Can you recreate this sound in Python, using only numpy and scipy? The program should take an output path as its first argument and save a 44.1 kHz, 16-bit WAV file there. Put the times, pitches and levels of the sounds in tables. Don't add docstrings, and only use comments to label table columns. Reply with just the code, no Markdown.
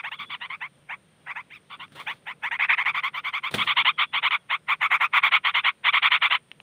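import sys
import numpy as np
from scipy import signal
from scipy.fft import rfft, irfft, next_fast_len
from scipy.io import wavfile
from scipy.ndimage import uniform_filter1d

SR = 44100
rng = np.random.default_rng(int(sys.argv[2]) if len(sys.argv) > 2 else 0)


def magnitude_from_level(level_db):
    exponent = np.asarray(level_db, float) / 20
    return 10 ** exponent


def inscribe(sig):
    pcm = np.round(np.clip(np.atleast_2d(sig).T, -1, 1) * 32767)
    wavfile.write(sys.argv[1], SR, pcm.astype(np.int16))


N = 291942

# (f/Hz, level per Hz/dB)
BUSH_SPECTRUM = [(30, -12), (90, -13.5), (150, -1.5), (270, -14), (540, -13), (700, -19), (3300, -22.5),
                 (4800, -34), (7700, -40), (9000, -21), (10200, -43.5), (11300, -37.5), (12300, -52),
                 (15300, -40)]
BUSH_DB = -60.5
# (t/s, early effort/dB, late effort/dB, start pitch/Hz)
FAR_NOTES = [(-.05, -26, -27, 850), (.038, -29, -34, 786), (.112, -34, -40, 816), (0.19, -35.5, -38, 1096),
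             (.301, -34, -33, 1100), (.41, -34, -36, 835), (.499, -32.5, -31.5, 995), (.612, -28, -35, 820),
             (.893, -31.5, -32.5, 769), (1.267, -36.5, -30.5, 760), (1.357, -31.5, -37.5, 779),
             (1.503, -42.5, -41, 912), (1.701, -43.5, -41.5, 1099), (1.794, -43.5, -42.5, 897),
             (1.953, -48.5, -40.5, 797), (2.069, -29, -31, 740), (2.267, -31.5, -33, 760),
             (2.431, -24.5, -28, 802), (2.51, -24, -28.5, 805), (2.591, -22, -18, 866),
             (2.691, -16, -17, 943), (2.777, -20.5, -23.5, 923), (2.851, -20, -21, 981),
             (2.943, -25, -22.5, 1063), (3.033, -22.5, -28, 1020), (3.141, -31.5, -29, 955),
             (3.243, -29.5, -28, 996), (3.333, -26, -28, 1034), (3.435, -26, -29, 1000)]
# (t/s, early effort/dB, late effort/dB, start pitch/Hz)
NEAR_NOTES = [(3.58, -25, -22, 1080), (3.671, -21.5, -20.5, 1000), (3.767, -17.5, -21, 1000),
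              (3.848, -21, -17.5, 943), (3.986, -20.5, -19.5, 1050), (4.136, -22, -22, 975),
              (4.228, -21.5, -19.5, 891), (4.305, -22.5, -19.5, 1026), (4.501, -23.5, -21.5, 902),
              (4.685, -21.5, -20.5, 1020), (4.813, -20, -20.5, 989), (4.909, -19, -17.5, 960),
              (5.004, -19, -18, 1000), (5.134, -19.5, -13.5, 1013), (5.231, -15.5, -19, 1020),
              (5.318, -19, -15, 979), (5.446, -19, -19, 1003), (5.545, -18, -20, 980),
              (5.642, -20.5, -16.5, 894), (5.845, -20.5, -16, 940), (5.932, -18, -18, 981),
              (6.025, -18, -15.5, 1022), (6.113, -16.5, -17.5, 980), (6.219, -17, -18, 992),
              (6.307, -17, -18.5, 939)]
NOTE_S, TOP_HZ = 0.06, 1203
HOP_S = 3.52
# (t/s, length/s)
ODD_LENGTHS = [
    (.038, .056),
    (.114, 0.047),
    (1.503, 0.075),
    (1.953, .074),
    (2.591, .068),
]
# (t/s, length/s, start f/Hz, peak f/Hz, end f/Hz)
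CLEAR_TONES = [
    (.322, .03, 1080, 1130, 900),
    (1.503, .079, 740, 1350, 1150),
    (2.634, .019, 1000, 1310, 800),
    (2.726, .025, 900, 1310, 880),
    (3.874, .034, 1000, 1150, 1230),
    (5.878, .026, 1020, 1110, 1200),
]
ARCH_PEAK = 0.55
# (t/s, beak gape level/dB, turned-away level/dB, raised level/dB)
HEAD = [(.04, -5.5, 7, -2), (.16, 9.5, 10.5, 4), (.44, 4, 7.5, -5), (.58, -8, 4.5, -3.5),
        (1.39, -10.5, 9, -2), (1.54, -1, -7, 17), (1.72, 9.5, 14, -1), (2.0, 5, 13.5, 3), (2.1, 0.5, 8, 2),
        (2.46, -7.5, 6.5, 2.5), (2.7, -7, -.5, -1.5), (2.82, -7, 5, -1), (3.2, 4, 9, 3.5),
        (3.4, -0.5, 7.5, 2), (3.6, 6.5, 6, -1), (4.4, 2, 6.5, -2), (4.97, -7.5, 7, 4), (5.4, 2, 4.5, 0.5)]
# (f/Hz, level/dB)
THROAT = [(300, -38.5), (650, -23.5), (1000, -13.5), (1600, -7.5), (2200, -1.5), (3550, -11.5), (4900, -48),
          (6000, -32), (7700, -36.5), (8800, -31.5), (10300, -46.5), (12600, -44.5), (13700, -34.5),
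          (15300, -28)]
BAND_EDGES_HZ = [1500, 2700, 4700, 11000]
HISS_DB, HISS_PER_TURN, HISS_PER_GAPE = -4, 0.93, -0.22
AIR_DB, AIR_PER_TURN, AIR_PER_GAPE = -1.6, 0.88, 0.2
ROUGH, ROUGH_PER_DB, STEADYING, SETTLING = 0.63, 0.03, 0.019, 0.1391
# (f/Hz, level/dB)
FAR_TINT = [(500, 0.6), (720, 2.5), (1150, -1.5), (1650, 2), (4000, -1), (4900, 11.5), (6500, 1),
            (12000, -.5)]
# (t/s, length/s, level/dB, f/Hz)
WHISTLES = [
    (0.11, 0.25, -52, 3430),
    (3.933, 0.038, -51, 3320),
    (4.059, 0.07, -58.5, 3406),
    (4.393, 0.051, -67, 3347),
]
# (t/s, rustle level/dB, rumble level/dB, dying time
# t60/s)
BRUSHES = [(.2, -62, -56, 0.98), (1.55, -72, -61, 0.43), (1.78, -70, -56.5, .5), (1.922, -54.5, -54, .3),
           (1.955, -49, -57, .5), (2.0, -46, -63, 0.13), (2.1, -53, -53, 0.34), (3.513, -37.5, -42, .05),
           (3.525, -43.5, -49.5, 0.43), (3.544, -22.5, -30, 0.051), (3.556, -39, -37.5, .3),
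           (3.6, -48.5, -50, .4), (3.648, -45, -63, 0.061), (3.77, -66, -51, 0.68)]
BRUSH_RISE_S = 0.0072
# (f/Hz, level per Hz/dB)
LEAVES = [(240, -32), (400, -9), (1810, -11.5), (2910, -16), (3340, -7.5), (5470, -27.5), (7670, -30),
          (9080, -21.5), (11800, -36.5), (15800, -28)]
# (f/Hz, level per Hz/dB)
CAMERA_BODY = [(40, -42), (100, -3.5), (190, -1), (350, -11.5), (800, -38.5), (3000, -50.5)]
# (t/s, peak level/dB, thump level/dB)
TICKS = [(1.8806, -39, -50), (1.9154, -50, -62), (1.9215, -45, -57), (1.953, -60, -37),
         (2.1374, -36.5, -49), (3.5137, -24, -36), (3.541, -8.5, -26), (3.5458, -12, -42),
         (3.5488, -15, -13), (6.5161, -19.5, -40), (6.6016, -30, -53)]
# (f/Hz, level per Hz/dB)
TWIG = [(300, -29), (850, -5.5), (1600, -10.5), (3000, 2.5), (5600, -30), (8000, -45), (9000, -17),
        (10200, -48), (14700, -38)]
EDGE_HZ = 15600


def evened(x):
    return x / np.sqrt(np.mean(x ** 2) + 1e-20)


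def read(points, hz):
    f, value = np.transpose(points)
    return np.interp(np.log(hz + 1), np.log(f + 1), value)


def colour(x, points):
    size = next_fast_len(len(x))
    gain = magnitude_from_level(read(points, np.fft.rfftfreq(size, 1 / SR)))
    return irfft(rfft(x, size) * gain, size)[:len(x)]


def wander(top_hz):
    return evened(signal.lfilter(*signal.butter(2, top_hz, fs=SR), rng.standard_normal(N)))


def add(mix, s, sound):
    part = mix[round(s * SR):][:len(sound)]
    part += sound[:len(part)]


def series(*columns):
    return np.array(columns).T.ravel()


def hum():
    turns = np.cumsum(150 * (1 + 0.0401 * wander(top_hz=2.8))) / SR
    return magnitude_from_level(-67.5 + 2.9 * wander(top_hz=4)) * np.sin(2 * np.pi * turns)


def bush():
    frames, hz = N // 256 + 5, np.fft.rfftfreq(1024, 1 / SR)
    a, b, patches = rng.standard_normal((frames, 513, 3)).T
    patches = uniform_filter1d(patches, size=20, axis=0)
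    patches = evened(uniform_filter1d(patches, size=20, axis=1))
    z = (a + 1j * b) * magnitude_from_level(read(BUSH_SPECTRUM, hz)[:, None] + 1.2 * patches)
    air = signal.istft(z, nperseg=1024, noverlap=768)[1][:N]
    return magnitude_from_level(BUSH_DB) * evened(air)


def breath_effort(t, start, end, early_db, late_db):
    length = end - start
    when = series(start - .016, start - .0003, start + .0046, start + .25 * length,
                  start + .7 * length, end - .009, end, end + .013)
    shape_db = series(early_db - 44, early_db - 11.5, early_db - 1.5, early_db,
                      late_db + .6, late_db - 1.62, late_db - 10.0, late_db - 31.5)
    order = np.argsort(when)
    rims = series(start - .03, start - .017, end + .014, end + .02)
    shut = np.interp(t, rims, np.tile([1., 0, 0, 1], len(start)))
    return np.interp(t, when[order], shape_db[order]) - 40 * shut


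def membranes(t, start, pitch_hz, rough):
    turns = np.cumsum(pitch_hz * (1 + 0.095 * rough * wander(top_hz=116.54))) / SR
    chaos = wander(top_hz=245.3) + 1j * wander(top_hz=234)
    chaos /= abs(chaos) ** 0.69
    drive = np.zeros(N)
    for k in range(1, 5):
        swing = 1 - rough + rough * np.roll(chaos, 9000 * k)
        drive += (swing * np.exp(2j * np.pi * (k * turns + k * k / 7))).real
    breath = rng.standard_normal(N)
    lag = rng.integers(14, 34, len(start))[np.searchsorted(start - .02, t) - 1]
    drive = evened(drive) + .2 * (breath + .8 * breath[np.arange(N) - lag])
    return drive * (1 + 0.33 * rough * wander(top_hz=356))


def head_turns(t, voice, open_db):
    s, *columns = np.transpose(HEAD)
    gape_db, turn_db, raised_db = (np.interp(t, s, c) for c in columns)
    hiss_db = HISS_DB + HISS_PER_TURN * turn_db + HISS_PER_GAPE * gape_db + raised_db
    air_db = AIR_DB + AIR_PER_TURN * turn_db + AIR_PER_GAPE * gape_db + raised_db
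    gains_db = [turn_db, 0 * t, gape_db + 0.05 * open_db, hiss_db + 0.31 * open_db, air_db + .3 * open_db]
    size = next_fast_len(N)
    spectrum = rfft(voice, size)
    band = np.searchsorted(BAND_EDGES_HZ, np.fft.rfftfreq(size, 1 / SR))
    heard = np.zeros(N)
    for k, gain_db in enumerate(gains_db):
        share = uniform_filter1d(1. * (band == k), size=1500)
        heard += magnitude_from_level(gain_db) * irfft(spectrum * share, size)[:N]
    return heard


def bird():
    t = np.arange(N) / SR
    start, early_db, late_db, first_hz = np.transpose(FAR_NOTES + NEAR_NOTES)
    length = NOTE_S + 0 * start
    for s, odd in ODD_LENGTHS:
        length[np.argmin(abs(start - s))] = odd
    end = start + length
    effort_db = breath_effort(t, start, end, early_db, late_db)
    plateau_db = np.interp(t, start + length / 2, late_db)
    open_db = effort_db - plateau_db
    pitch_hz = np.interp(t, series(start, end), series(first_hz, TOP_HZ + 0 * start))
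    rough = ROUGH + ROUGH_PER_DB * (plateau_db + 19.5)
    steadied = series(0 * start, SETTLING + STEADYING * (late_db - early_db))
    rough -= np.interp(t, series(start + .3 * length, start + .7 * length), steadied)
    rough = np.clip(np.maximum(rough, .42) - 0.01866 * open_db, 0, 1)
    for s, held, *arch_hz in CLEAR_TONES:
        locked = (t > s) & (t < s + held)
        pitch_hz = np.where(locked, np.interp((t - s) / held, [0, ARCH_PEAK, 1], arch_hz), pitch_hz)
        rough = np.where(locked, .33, rough)
    drive = membranes(t, start, pitch_hz, rough)
    voice = colour(drive * magnitude_from_level(effort_db), THROAT) / np.std(colour(drive, THROAT))
    heard = head_turns(t, voice, open_db)
    return np.where(t < HOP_S, colour(heard, FAR_TINT), heard)


def foliage(x):
    t = np.arange(SR // 3) / SR
    taps = rng.standard_normal(len(t)) * magnitude_from_level(-60 * t / 0.09) * (t > .004)
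    return signal.fftconvolve(x, taps / np.linalg.norm(taps))[:N]


def whistles():
    out, waver, flutter = np.zeros(N), wander(top_hz=80), wander(top_hz=90)
    for s, length, db, hz in WHISTLES:
        count = round(length * SR)
        turns = np.cumsum(hz * (1 + .014 * waver[round(s * SR):][:count])) / SR
        add(out, s, magnitude_from_level(db) * np.sin(2 * np.pi * turns) * signal.windows.tukey(count, .4))
    return out * (1 + .55 * flutter)


def brushing():
    t, out = np.arange(N) / SR, np.zeros(N)
    grains = rng.standard_normal(N) * magnitude_from_level(0.93 * wander(top_hz=300))
    rustle = evened(colour(grains, LEAVES))
    rumble = evened(colour(rng.standard_normal(N), CAMERA_BODY))
    for s, rustle_db, rumble_db, t60 in BRUSHES:
        rise = np.clip(1 + (t - s) / BRUSH_RISE_S, 0, 1) ** 2
        touch = rise * magnitude_from_level(-60 * np.maximum(t - s, 0) / t60)
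        out += touch * (magnitude_from_level(rustle_db) * rustle + magnitude_from_level(rumble_db) * rumble)
    return out


def ticks():
    t, cracks, pushes = np.arange(1500) / SR, np.zeros(N), np.zeros(N)
    crack_fade = magnitude_from_level(-60 * t / 0.0063) + 0.033 * magnitude_from_level(-60 * t / 0.055)
    push = np.sin(2 * np.pi * 420 * t) * magnitude_from_level(-60 * t / 0.0092)
    for s, peak_db, thump_db in TICKS:
        add(cracks, s, magnitude_from_level(peak_db) * rng.standard_normal(1500) * crack_fade)
        add(pushes, s, magnitude_from_level(thump_db - 1.0) * push)
    return magnitude_from_level(5) * colour(cracks, TWIG) + pushes


def scene():
    near = bird()
    echoes = magnitude_from_level(-25.5) * foliage(near)
    return (hum() + bush() + near + echoes + whistles() + brushing() + ticks())[None]


def top_cut(x):
    return signal.sosfilt(signal.butter(12, 16610, fs=SR, output="sos"), x)


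def record(dry):
    dry = signal.lfilter(*signal.butter(2, 70, "high", fs=SR), dry)
    band_limit = signal.firwin(511, EDGE_HZ, window=("kaiser", 9), fs=SR)
    mix = signal.oaconvolve(dry, band_limit[None], "same")
    return top_cut(mix)


dry = scene()
out = record(dry)
inscribe(out)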